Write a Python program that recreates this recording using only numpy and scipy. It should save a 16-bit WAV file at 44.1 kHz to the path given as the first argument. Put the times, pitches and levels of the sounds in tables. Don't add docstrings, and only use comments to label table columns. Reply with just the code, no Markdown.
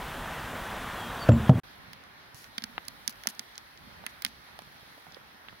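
import sys
import numpy as np
from scipy import signal
from scipy.fft import rfft, irfft, next_fast_len
from scipy.io import wavfile
from scipy.ndimage import uniform_filter1d, map_coordinates

SR = 44100
rng = np.random.default_rng(int(sys.argv[2]) if len(sys.argv) > 2 else 0)


def master(y):
    cut = np.clip(np.atleast_2d(y).T, -1, 1)
    pcm = np.round(cut * 32767)
    wavfile.write(sys.argv[1], SR, pcm.astype(np.int16))


def volts_from_decibels(level):
    exponent = np.asarray(level, float) / 20
    return 10 ** exponent


N = 246959

# time in seconds, force in dB, side of the table as +1 or -1.
FIRST_LANDING = [(1.2888, -10, -1), (1.291, -2.5, 1), (1.2932, -15.5, 1), (1.2985, -19, -1),
                 (1.3035, -21, -1), (1.3095, -13.5, 1), (1.3165, -15.5, 1), (1.3225, -9, -1),
                 (1.3285, -18.5, 1), (1.3355, -12.5, -1), (1.342, -21, 1), (1.358, -18, 1), (1.369, -39, 1),
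                 (1.398, -18, 1), (1.41, -34, 1), (1.428, -35.5, -1), (1.455, -38, 1), (1.47, -25.5, 1)]
SECOND_LANDING = [(1.4933, -2, -1), (1.4948, -10, 1), (1.4962, -18, 1), (1.505, -26, 1), (1.511, -13, 1),
                  (1.521, -17.5, 1), (1.532, -24, -1), (1.5525, -13.5, 1), (1.57, -19.5, 1), (1.59, -27, 1)]
# frequency in Hz, width in Hz, level in dB.
TILTED_MODES = [(75.1, 6.2, -4.5), (124.4, 24.5, 0.5), (58.7, 16.5, -22.5), (153, 53, -12.5),
                (224, 41, -18.5), (302, 120, -14.5), (440.4, 21, -15.5), (550, 23, -13), (581, 16, -5),
                (617, 150, -5), (1094, 240, -7), (1470, 300, 4.5)]
LOADED_MODES = [(87, 11, -13.5), (135.6, 24.3, -3), (255.4, 13, -11), (165, 11, -8), (485, 10, -20.5),
                (553, 55, -16), (635, 40, -7), (767, 24, -13.5), (940, 240, -24.5), (1340, 370, -11.5)]
# time in seconds, level in dB, t60 in seconds, dull above in Hz.
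CRACKS = [
    (1.287, -27, 0.015, 3960),
    (1.29, -28, 0.023, 6990),
    (1.318, -30, 0.027, 1100),
    (1.4937, -14, 0.008, 1200),
    (1.4962, -25.5, 0.0057, 1970),
]
# frequency in Hz, level in dB per Hz.
CRACK_COLOUR = [(300, -54.5), (900, 3), (1500, -7), (2900, 1), (4500, -11), (7400, -12.5), (12000, -38),
                (16000, -33.5)]
# time in seconds, peak in dB, dull above in Hz.
FOOT_PUSHES = [
    (1.4964, -14.5, 1000),
    (1.7, -17.5, 900),
    (1.5, -20.5, 800),
]
# time in seconds, level in dB, t60 at 1000 Hz in seconds.
SHUDDERS = [
    (1.29, -22.5, 0.18),
    (1.496, -33, 0.54),
]
# frequency in Hz, level in dB per Hz.
FRAME_COLOUR = [(35, -31), (60, -4), (150, 5), (300, -3.5), (600, -10.5), (1200, -16), (2500, -35.5)]
# time in seconds, frequency in Hz, level in dB.
PANEL_HUM = [(1.296, 228, -19), (1.34, 230, -23.5), (1.36, 228, -23), (1.38, 230, -22), (1.396, 225, -41),
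             (1.444, 214, -31), (1.472, 211, -49), (1.485, 206.2, -17.5)]
# time in seconds, frequency in Hz, level in dB.
FOOT_SQUEAK = [(1.288, 7400, -62.5), (1.296, 7370, -53), (1.3, 7385, -74), (1.312, 7385, -66),
               (1.322, 7380, -50.5), (1.336, 7360, -59), (1.349, 7400, -60), (1.356, 7380, -68),
               (1.39, 7395, -66)]

# time in seconds, main resonances in dB rms,
# then body, upper and bright resonances in dB over the main ones.
TICKS = [(1.932, -47.5, -3, -10, -6.5), (2.0376, -61, -12, -4.5, -5), (2.345, -64, -2.5, 10, 10),
         (2.4423, -52.5, 0, -4, -8), (2.8518, -66, -2, 9, 6), (3.077, -33, -6.5, 6.5, 2.5),
         (3.125, -61, 4, 3, -8), (3.157, -63, -3, -4, -5), (3.2358, -49.5, 2.5, -1, -3),
         (3.271, -34.5, 2.5, 10, 6), (3.35, -67, -6, 9, 5), (3.3934, -39, -4, 2.5, -3),
         (3.555, -53, -10, -2, -19), (3.5787, -44.5, -6.5, 3, -4.5), (3.7745, -54, -10, -6, -20),
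         (4.064, -42.5, 6, -3, 5), (4.2483, -27.5, -3.5, -8.5, -2.5), (4.2628, -41.5, -1, -6, -9),
         (4.5895, -49, -6, -14, -2), (4.62, -63, 5, 0.5, 0), (5.145, -46.5, -22, -27, -18)]
SCRAPES = [
    (2.5795, -32, -5, -11, -11.5),
    (2.6205, -45, -6, -10, -11),
    (2.6383, -36, -3.5, -1, -6),
    (2.8812, -42.5, -5.5, 1, 4),
    (4.2205, -44, -3.5, -2, -2),
    (5.1205, -54, -17, -5, -20),
]
# modes (frequency in Hz, width in Hz, level in dB), rattle t60 in seconds.
SHELL_GROUPS = [
    ([(950, 650, 0)], 0.025),
    ([(1430, 1340, 2), (2300, 1960, 3.5)], 0.03),
    ([(3200, 856, 13), (5040, 1210, 12.5)], 0.023),
    ([(5810, 1800, 0)], 0.015),
    ([(10240, 2700, 0)], 0.013),
    ([(15300, 2500, 0)], .01),
]
SHELL_SHADE_DB = [-1, -3, -6, -10, -7, -10]
# time in seconds, level in dB rms, frequency in Hz, left minus right in dB.
PINGS = [(1.93, -54, 15300, -10), (3.0775, -47, 4620, -5), (3.2352, -52, 15300, -10),
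         (3.2715, -46, 11100, -7), (3.3935, -40.5, 4770, 0), (4.0642, -37.5, 2470, -6),
         (4.0668, -40, 2000, -5), (4.0647, -50, 6340, -8), (4.221, -40, 15300, -14),
         (4.2484, -41.5, 4100, -2), (4.2485, -41, 2090, -7), (3.0978, -50.5, 15200, 6),
         (2.582, -40, 4750, -3), (2.582, -44, 1920, -6), (2.6405, -41, 4800, -6), (2.883, -41, 4730, -8),
         (3.2714, -42.5, 1490, 0), (3.272, -46, 1000, -3), (5.4853, -49, 3320, -3), (5.494, -49, 1700, -8)]
# time in seconds, peak in dB, frequency in Hz, left minus right in dB.
FINGERTIP_TAPS = [(3.257, -35, 640, -5.5), (4.038, -40.5, 810, -11), (4.487, -49, 653, -8),
                  (4.5895, -34, 840, -4), (4.6185, -43.5, 550, -5), (4.674, -53, 494, 2),
                  (4.829, -54, 500, -8), (4.978, -45, 600, -6), (5.066, -45.5, 617, -12),
                  (5.086, -54, 600, -8), (5.113, -52, 750, -11), (5.1681, -44, 600, -14),
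                  (5.527, -45, 700, -10)]
NAIL_TAPS = [
    (2.779, -18, 1780, 0.5),
    (5.484, -33, 1420, -11.5),
]
# time in seconds, peak in dB, frequency in Hz.
GRIP_BUMPS = [(1.879, -49, 135), (1.965, -67, 145), (2.342, -47.5, 124), (2.619, -46, 234),
              (2.693, -49.5, 226), (2.775, -52, 320), (3.87, -50, 216), (3.92, -57, 192), (4.034, -54, 244),
              (4.287, -55, 228), (4.669, -53, 121), (4.825, -53.5, 121), (4.971, -56, 286),
              (5.079, -53.5, 165), (5.343, -57.5, 209), (5.521, -54.5, 149)]
# time in seconds, peak in dB.
JOLTS = [(2.578, -39), (2.637, -36), (2.879, -47), (3.081, -41.5), (3.272, -36), (3.296, -49), (3.317, -56),
         (3.381, -54), (3.397, -46), (4.064, -45.5), (4.247, -41), (4.262, -43), (4.616, -50.5)]
# time in seconds, length in seconds, level in dB.
RUBS = [
    (2.346, 0.15, -57.5),
    (3.094, 0.023, -49.5),
    (3.287, 0.027, -47),
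    (4.09, .025, -61),
    (4.264, 0.035, -56.5),
    (4.917, 0.25, -77),
]
# frequency in Hz, level in dB per Hz.
STRAP_COLOUR = [(1760, -30), (3000, 0), (3170, -19), (4190, -2), (5090, -3), (6100, -1.5), (8220, -11),
                (11200, -4), (12700, -10), (14200, -9), (15800, -11)]
# start in seconds, its pitch in Hz, end in seconds, its pitch in Hz.
FOCUS_GLIDES = [
    (1.705, 16000, 1.725, 8000),
    (1.745, 16000, 1.77, 7500),
    (1.775, 9000, 1.797, 16000),
    (1.825, 7500, 1.853, 16000),
]

# time in seconds, frequency in Hz, level in dB.
NEAR_BIRD = [(1.185, 4765, -68), (1.197, 4700, -50), (1.235, 4499, -41), (1.245, 4503, -48),
             (1.262, 4547, -69)]
# time in seconds, frequency in Hz, level in dB.
FAR_CALLS = [
    [(0.96, 3340, -64), (0.98, 3378, -53), (1.014, 3290, -50), (1.104, 3190, -56), (1.13, 3280, -62)],
    [(1.45, 3380, -69), (1.478, 3200, -48.5), (1.516, 3300, -63.5), (1.56, 3260, -53.5)],
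    [(0.39, 4760, -66), (0.398, 4720, -59), (0.414, 4630, -58), (0.425, 4600, -66)],
]
# time in seconds, depth in dB, recovery in seconds.
DUCKS = [
    (1.295, -8.5, 0.069),
    (1.496, -18.5, 0.049),
]
# time in seconds, level in dB.
HAND_MOTION = [(1.64, -61.5), (2.02, -65.5), (2.27, -65), (2.45, -62.5), (3.34, -59.5), (3.63, -63),
               (4.1, -61.5), (4.34, -62.5), (4.81, -61.5), (5.0, -61), (5.2, -64), (5.6, -64)]
GRIP_PRESSURE = [(1.64, -63.5), (1.88, -60), (2.0, -65), (2.3, -65.5), (2.73, -64), (3.1, -64), (3.4, -65),
                 (3.711, -66.5), (4.0, -59), (4.12, -63), (4.311, -64.5), (4.97, -66), (5.09, -64.5),
                 (5.6, -69)]
# frequency in Hz, level in dB per Hz.
ROAD_COLOUR = [(13, -36), (22, -5), (43, 4), (82, -5.5), (114, -2), (241, -4), (359, -9.5), (876, -4),
               (1470, -5.5), (1850, -8), (2010, -11.5), (2290, -14.5), (3340, -15), (4320, -24.5),
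               (6000, -34), (7800, -57.5), (13200, -120)]
FIRST_HISS_COLOUR = [(2350, -9), (4000, -8.5), (4340, -10), (5810, -9), (15100, -11), (15800, -11)]
RUMBLE_COLOUR = [(15, -38.5), (32, -11.5), (50, -3), (118, -1.5), (172, -2.5), (297, -5.5), (334, -17),
                 (600, -6), (780, -45.5), (1320, -120)]
YARD_COLOUR = [(180, -54), (300, -12), (377, -10), (512, -13), (717, -6), (800, -4.5), (1130, -5.5),
               (1310, -4.5), (1860, -3.5), (3200, -15.5), (4160, -40), (7040, -120)]
CLOTHES_COLOUR = [(1760, -34), (3000, -5.5), (3200, 0.5), (4040, 1.5), (4460, -1), (5750, -7), (7400, -20),
                  (9620, -61), (16300, -120)]
SECOND_HISS_COLOUR = [(4240, -41.5), (7000, -30), (7710, -12), (9550, -4), (10200, -1.5), (11400, -1),
                      (13200, -4.5), (15100, -3.5), (15800, -5)]
# frequency in Hz, left-right likeness from -1 to 1.
FIRST_LIKENESS = [(60, 0.9985), (290, 0.9988), (640, 0.9994), (900, 1.0), (2700, 1.0), (3600, 0.97),
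                  (6820, 0.78), (15000, 0.7)]
SECOND_LIKENESS = [(60, 0.6), (130, 0.57), (290, 0.5), (640, 0.04), (1410, -0.16), (3100, 0.09),
                   (6820, -0.43), (15000, 0.03)]
# frequency in Hz, left minus right in dB.
AIR_BALANCE = [(60, -4), (110, 0.5), (200, -7), (380, -4), (700, 0.5), (1290, -3), (2380, -1.5),
               (4400, 0.5), (8120, -3.5), (15000, 0.5)]
# frequency in Hz, level in dB.
WHINE = [(15626, -75.5)]

FIRST_ENDS_S, SECOND_STARTS_S = 1.6005, 1.634
FLOOR_TOP_HZ, TOP_HZ = 15850, 16780
TOUCH_MS, ROCK_MS, SETTLE_S = 1.6, 2.9, 0.011
LOW_DB, TOP_DB, RATTLE_DB = -15.5, -4.5, -24.5
SCRAPE_S, SCRAPE_DB = 0.0018, 22
REBOUND_S, REBOUND_DB = 0.0033, -19
PING_WIDTH_HZ, PING_WIDENS = 340, 0.07
JOLT_HZ = 225
RUB_FADE_S, RUB_SAG_DB = 0.003, -1.5
CATCH_DB, RUB_RELEASE = 9.5, 0.4
ROAD_DB, NEARING_DB_PER_S, FIRST_HISS_DB = -37.5, 0.8, -50
RUMBLE_DB, YARD_DB, CLOTHES_DB, SECOND_HISS_DB = 2.5, -54, -60, -64.5
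YARD_FOLLOWS = 0.33
CLOTHES_FOLLOW, HISS_FOLLOWS = 0.64, 1.15
SMOOTH_DB = 0.9


def unit(x):
    return x / np.sqrt(np.mean(x ** 2) + 1e-20)


def along(points, hz):
    f, v = np.transpose(points)
    return np.interp(np.log(hz + 1), np.log(f + 1), v)


def curves(rows):
    s, *cols = np.transpose(rows)
    return [np.interp(np.arange(N) / SR, s, c) for c in cols]


def gate(start, end, fade):
    t = np.arange(N) / SR
    return np.clip(np.minimum(t - start, end - t) / fade, 0, 1)


def wobble(rate):
    knots = rng.standard_normal(int(N * rate / SR) + 4)
    return map_coordinates(knots, [np.arange(N) * rate / SR])


def resonances(modes, hz):
    total = 0
    for k, (centre, width, db) in enumerate(modes):
        damping = 1j * hz * width
        total = total + (-1) ** k * volts_from_decibels(db) * damping / (centre * centre - hz * hz + damping + 1e-9)
    return total


def filtered(x, response):
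    m = next_fast_len(x.shape[-1] + 8192)
    return irfft(rfft(x, m) * response(np.fft.rfftfreq(m, 1 / SR)), m)[..., :x.shape[-1]]


def rush(spectrum, alike, patchy_db):
    z = signal.stft(rng.standard_normal((2, N)), nperseg=512)[2]
    field = uniform_filter1d(rng.standard_normal(z.shape[1:]), 6, 0)
    field = uniform_filter1d(field, 14, 1)
    pair = signal.istft(z * volts_from_decibels(patchy_db * unit(field)), nperseg=512)[1][:, :N]

    def mid_side(hz):
        turn = np.arccos(np.clip(along(alike, hz), -1, 1)) / 2
        return volts_from_decibels(along(spectrum, hz)) * [np.cos(turn), np.sin(turn)]

    mid, side = filtered(pair, mid_side)
    return unit(np.array([mid + side, mid - side]))


def whistle(rows, rough_db):
    hz, db = curves(rows)
    tone = np.sqrt(2) * np.sin(2 * np.pi * np.cumsum(hz) / SR)
    return volts_from_decibels(db + rough_db * wobble(120)) * tone * gate(rows[0][0], rows[-1][0], 0.0076)


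def add(out, s, db, pan_db, pair, lag_s):
    at, lag = round(s * SR), round(lag_s * SR)
    out[0, at + lag:][:pair.shape[1]] += volts_from_decibels(db + pan_db / 2) * pair[0]
    out[1, at:][:pair.shape[1]] += volts_from_decibels(db - pan_db / 2) * pair[1]


def landing(contacts, modes, gain_db):
    t, force = np.arange(N) / SR, np.zeros(N)
    for s, db, side in contacts:
        ms = ROCK_MS + (TOUCH_MS - ROCK_MS) * np.exp(-abs(s - contacts[0][0]) / SETTLE_S)
        phase = np.clip((t - s) / (ms / 1000), 0, 1)
        force += np.sign(side) * volts_from_decibels(db) * np.sin(np.pi * phase) ** 2 / ms
    return volts_from_decibels(gain_db) * filtered(force, lambda hz: resonances(modes, hz))


def cracks():
    out, t = np.zeros(N), np.arange(1024) / SR
    for s, db, t60, dull_hz in CRACKS:
        colour = lambda hz: volts_from_decibels(along(CRACK_COLOUR, hz)) / (1 + (hz / dull_hz) ** 2)
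        noise = unit(filtered(rng.standard_normal(len(t)), colour))
        onset = np.clip(t / 0.0006, 0, 1) ** 2
        out[round(s * SR):][:len(t)] += volts_from_decibels(db - 60 * t / t60) * onset * noise
    for s, db, dull_hz in FOOT_PUSHES:
        u = 2 * np.pi * dull_hz * t
        out[round(s * SR):][:len(t)] -= volts_from_decibels(db) * u * (1 - u / 3) * np.exp(1 - u)
    return out


def shudder():
    out = np.zeros(N + SR)
    for s, db, t60 in SHUDDERS:
        hz, t, z = signal.stft(rng.standard_normal(SR // 2), SR, nperseg=256)
        fade = volts_from_decibels(-60 * t * (1 + hz[:, None] / 500) / (3.0 * t60))
        tail = signal.istft(z * fade, SR, nperseg=256)[1]
        tail = filtered(tail, lambda f: volts_from_decibels(along(FRAME_COLOUR, f)))
        tail *= np.clip(np.arange(len(tail)) / SR / 0.003, 0, 1) ** 2
        out[round(s * SR):][:len(tail)] += volts_from_decibels(db) * tail / np.sqrt(np.mean(tail[:1024] ** 2))
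    return out[:N]


def stand():
    thuds = landing(FIRST_LANDING, TILTED_MODES, gain_db=17.0)
    thuds += landing(SECOND_LANDING, LOADED_MODES, gain_db=23.5)
    squeak = whistle(FOOT_SQUEAK, rough_db=1.0) * (1 + 0.41 * wobble(450))
    return thuds + cracks() + shudder() + whistle(PANEL_HUM, rough_db=2.5) + squeak


def strike(out, s, groups, left_db, slips):
    t = np.arange(1024) / SR
    noise = rng.standard_normal((2, len(t)))
    shared = noise + 2 * slips * noise[1]
    port_db = np.array([[5 - 5 * slips], [-1]])
    impulses = (t == 0) + volts_from_decibels(REBOUND_DB) * (t == t[round(REBOUND_S * SR)])
    for (modes, t60), shade_db, db in groups:
        decay_db = -60 * np.clip(t - slips * SCRAPE_S, 0, 1) / (t60 / (1 + slips))
        snap = impulses + volts_from_decibels(RATTLE_DB + slips * SCRAPE_DB + decay_db + port_db) * shared
        ring = filtered(snap, lambda hz: resonances(modes, hz) ** 2)
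        ring /= np.sqrt(np.sum(ring ** 2, 1, keepdims=True) / (SR / 100))
        add(out, s + 0.0006, db + shade_db / 2, shade_db + left_db, ring, lag_s=0.00048)


def ticks():
    out = np.zeros((2, N + SR))
    for table, slips in ((TICKS, 0), (SCRAPES, 1)):
        for s, db, body, upper, bright in table:
            levels = db + np.array([body + LOW_DB, body, 0, upper, bright, bright + TOP_DB])
            strike(out, s, zip(SHELL_GROUPS, SHELL_SHADE_DB, levels), 0, slips)
    for s, length, db in RUBS[1:3]:
        levels = db + CATCH_DB + np.array([-16.0, -14, -7, -8, -5, -6])
        strike(out, s, zip(SHELL_GROUPS, SHELL_SHADE_DB, levels), 8, 0)
    for s, db, hz, pan_db in PINGS:
        modes = [(hz, PING_WIDTH_HZ + PING_WIDENS * hz, 0)]
        strike(out, s, [((modes, 0.014), pan_db, db)], 0, 0)
    return out[:, :N]


def knocks():
    out, t = np.zeros((2, N + SR)), np.arange(1024) / SR

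    def soft(f):
        return 1 / (1 + 1.4j * f / 3600 - (f / 3600) ** 2) ** 3 * 1j * f / (230 + 1j * f)

    for table, spread, echo_db in ((FINGERTIP_TAPS, 0.59, -0.5), (NAIL_TAPS, 2.34, -8)):
        for s, db, hz, pan_db in table:
            push = 5 * (t == 0) + volts_from_decibels(echo_db - 60 * t / 0.017) * rng.standard_normal((2, len(t)))
            ring = filtered(push, lambda f: resonances([(hz, hz * spread, 0)], f) * soft(f))
            add(out, s + 0.0009, db + 3, pan_db, ring / np.abs(ring).max(), lag_s=0.0001)
    return out[:, :N]


def bumps():
    out, t = np.zeros((2, N + SR)), np.arange(4096) / SR
    rows = [(s, db, hz, -9) for s, db, hz in GRIP_BUMPS]
    rows += [(s, db - 2.5, JOLT_HZ, -5) for s, db in JOLTS]
    for s, db, hz, pan_db in rows:
        envelope = volts_from_decibels(-60 * t / 0.032) * (1 - np.exp(-t / 0.0037)) ** 2
        note = envelope * np.sin(2 * np.pi * hz * t)
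        add(out, s + 0.00075, db, pan_db, np.array([note, note]) / np.abs(note).max(), lag_s=0)
    return out[:, :N]


def rubs():
    t, stroke = np.arange(N) / SR, np.zeros(N)
    for s, length, db in RUBS:
        sag_db = RUB_SAG_DB * np.clip((t - s) / length, 0, 1)
        fades = gate(s, 9, RUB_FADE_S) * gate(-1, s + length, RUB_RELEASE * length)
        stroke += volts_from_decibels(db + sag_db) * fades
    grain = volts_from_decibels(1.2 * wobble(560) + 1.1 * wobble(60))
    return volts_from_decibels(3.0) * stroke * unit(grain * rush(STRAP_COLOUR, [(3000, 0.16)], patchy_db=SMOOTH_DB))


def lens():
    return sum(whistle([(a, hz_a, -71), (b, hz_b, -71)], rough_db=2) for a, hz_a, b, hz_b in FOCUS_GLIDES)


def birds():
    return whistle(NEAR_BIRD, rough_db=3.0) + sum(whistle(call, rough_db=2.0) for call in FAR_CALLS)


def ducking():
    t = np.arange(N) / SR
    return volts_from_decibels(sum(db * np.exp(-np.clip(t - s, 0, 9) / back) * gate(s, 9, 0.0036) for s, db, back in DUCKS))


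def road_and_hiss():
    t = np.arange(N) / SR
    road_db = ROAD_DB + NEARING_DB_PER_S * t + 0.26 * wobble(6.1)
    road = volts_from_decibels(road_db) * rush(ROAD_COLOUR, FIRST_LIKENESS, patchy_db=-1.12)
    hiss = volts_from_decibels(FIRST_HISS_DB) * rush(FIRST_HISS_COLOUR, FIRST_LIKENESS, patchy_db=-0.6)
    whine = sum(volts_from_decibels(db + 3) * np.sin(2 * np.pi * hz * t) for hz, db in WHINE)
    return road + hiss + whine


def air():
    (motion_db,), (grip_db,) = curves(HAND_MOTION), curves(GRIP_PRESSURE)
    motion_db = motion_db - np.mean([db for s, db in HAND_MOTION])
    press_db = grip_db - np.mean([db for s, db in GRIP_PRESSURE])
    rumble_db = RUMBLE_DB + grip_db + 0.97 * wobble(7.8)
    yard_db = YARD_DB + YARD_FOLLOWS * press_db + 0.51 * wobble(7.5)
    clothes_db = CLOTHES_DB + CLOTHES_FOLLOW * motion_db + SMOOTH_DB * wobble(14.0)
    hiss_db = SECOND_HISS_DB + HISS_FOLLOWS * motion_db
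    total = volts_from_decibels(rumble_db) * rush(RUMBLE_COLOUR, SECOND_LIKENESS, patchy_db=1.7)
    for db, colour in ((yard_db, YARD_COLOUR), (clothes_db, CLOTHES_COLOUR), (hiss_db, SECOND_HISS_COLOUR)):
        total += volts_from_decibels(db) * rush(colour, SECOND_LIKENESS, patchy_db=SMOOTH_DB)
    return filtered(total, lambda hz: volts_from_decibels(np.outer([0.5, -0.5], along(AIR_BALANCE, hz))))


def scene():
    band = lambda hz: hz < FLOOR_TOP_HZ
    first = filtered(stand() + birds() + road_and_hiss() * ducking(), band)
    second = filtered(air() + rubs() + lens(), band) + ticks() + knocks() + bumps()
    trace = volts_from_decibels(-51) * gate(FIRST_ENDS_S, FIRST_ENDS_S + 0.039, 0.0018)
    first_gain = gate(-1, FIRST_ENDS_S, 0.00056) + trace
    second_gain = gate(SECOND_STARTS_S, 9, 0.00062) + volts_from_decibels(-48.5)
    return first * first_gain + second * second_gain


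def band_limit(x):
    return signal.sosfilt(signal.butter(12, 16680, fs=SR, output="sos"), x)


def record(dry):
    held = dry / (1 + np.abs(dry / 0.78) ** 6) ** (1 / 6)
    edge = lambda hz: np.clip((TOP_HZ - hz) / 1100, 0, 1) ** 2
    mix = filtered(held, edge)
    return band_limit(mix)


dry = scene()
out = record(dry)
master(out)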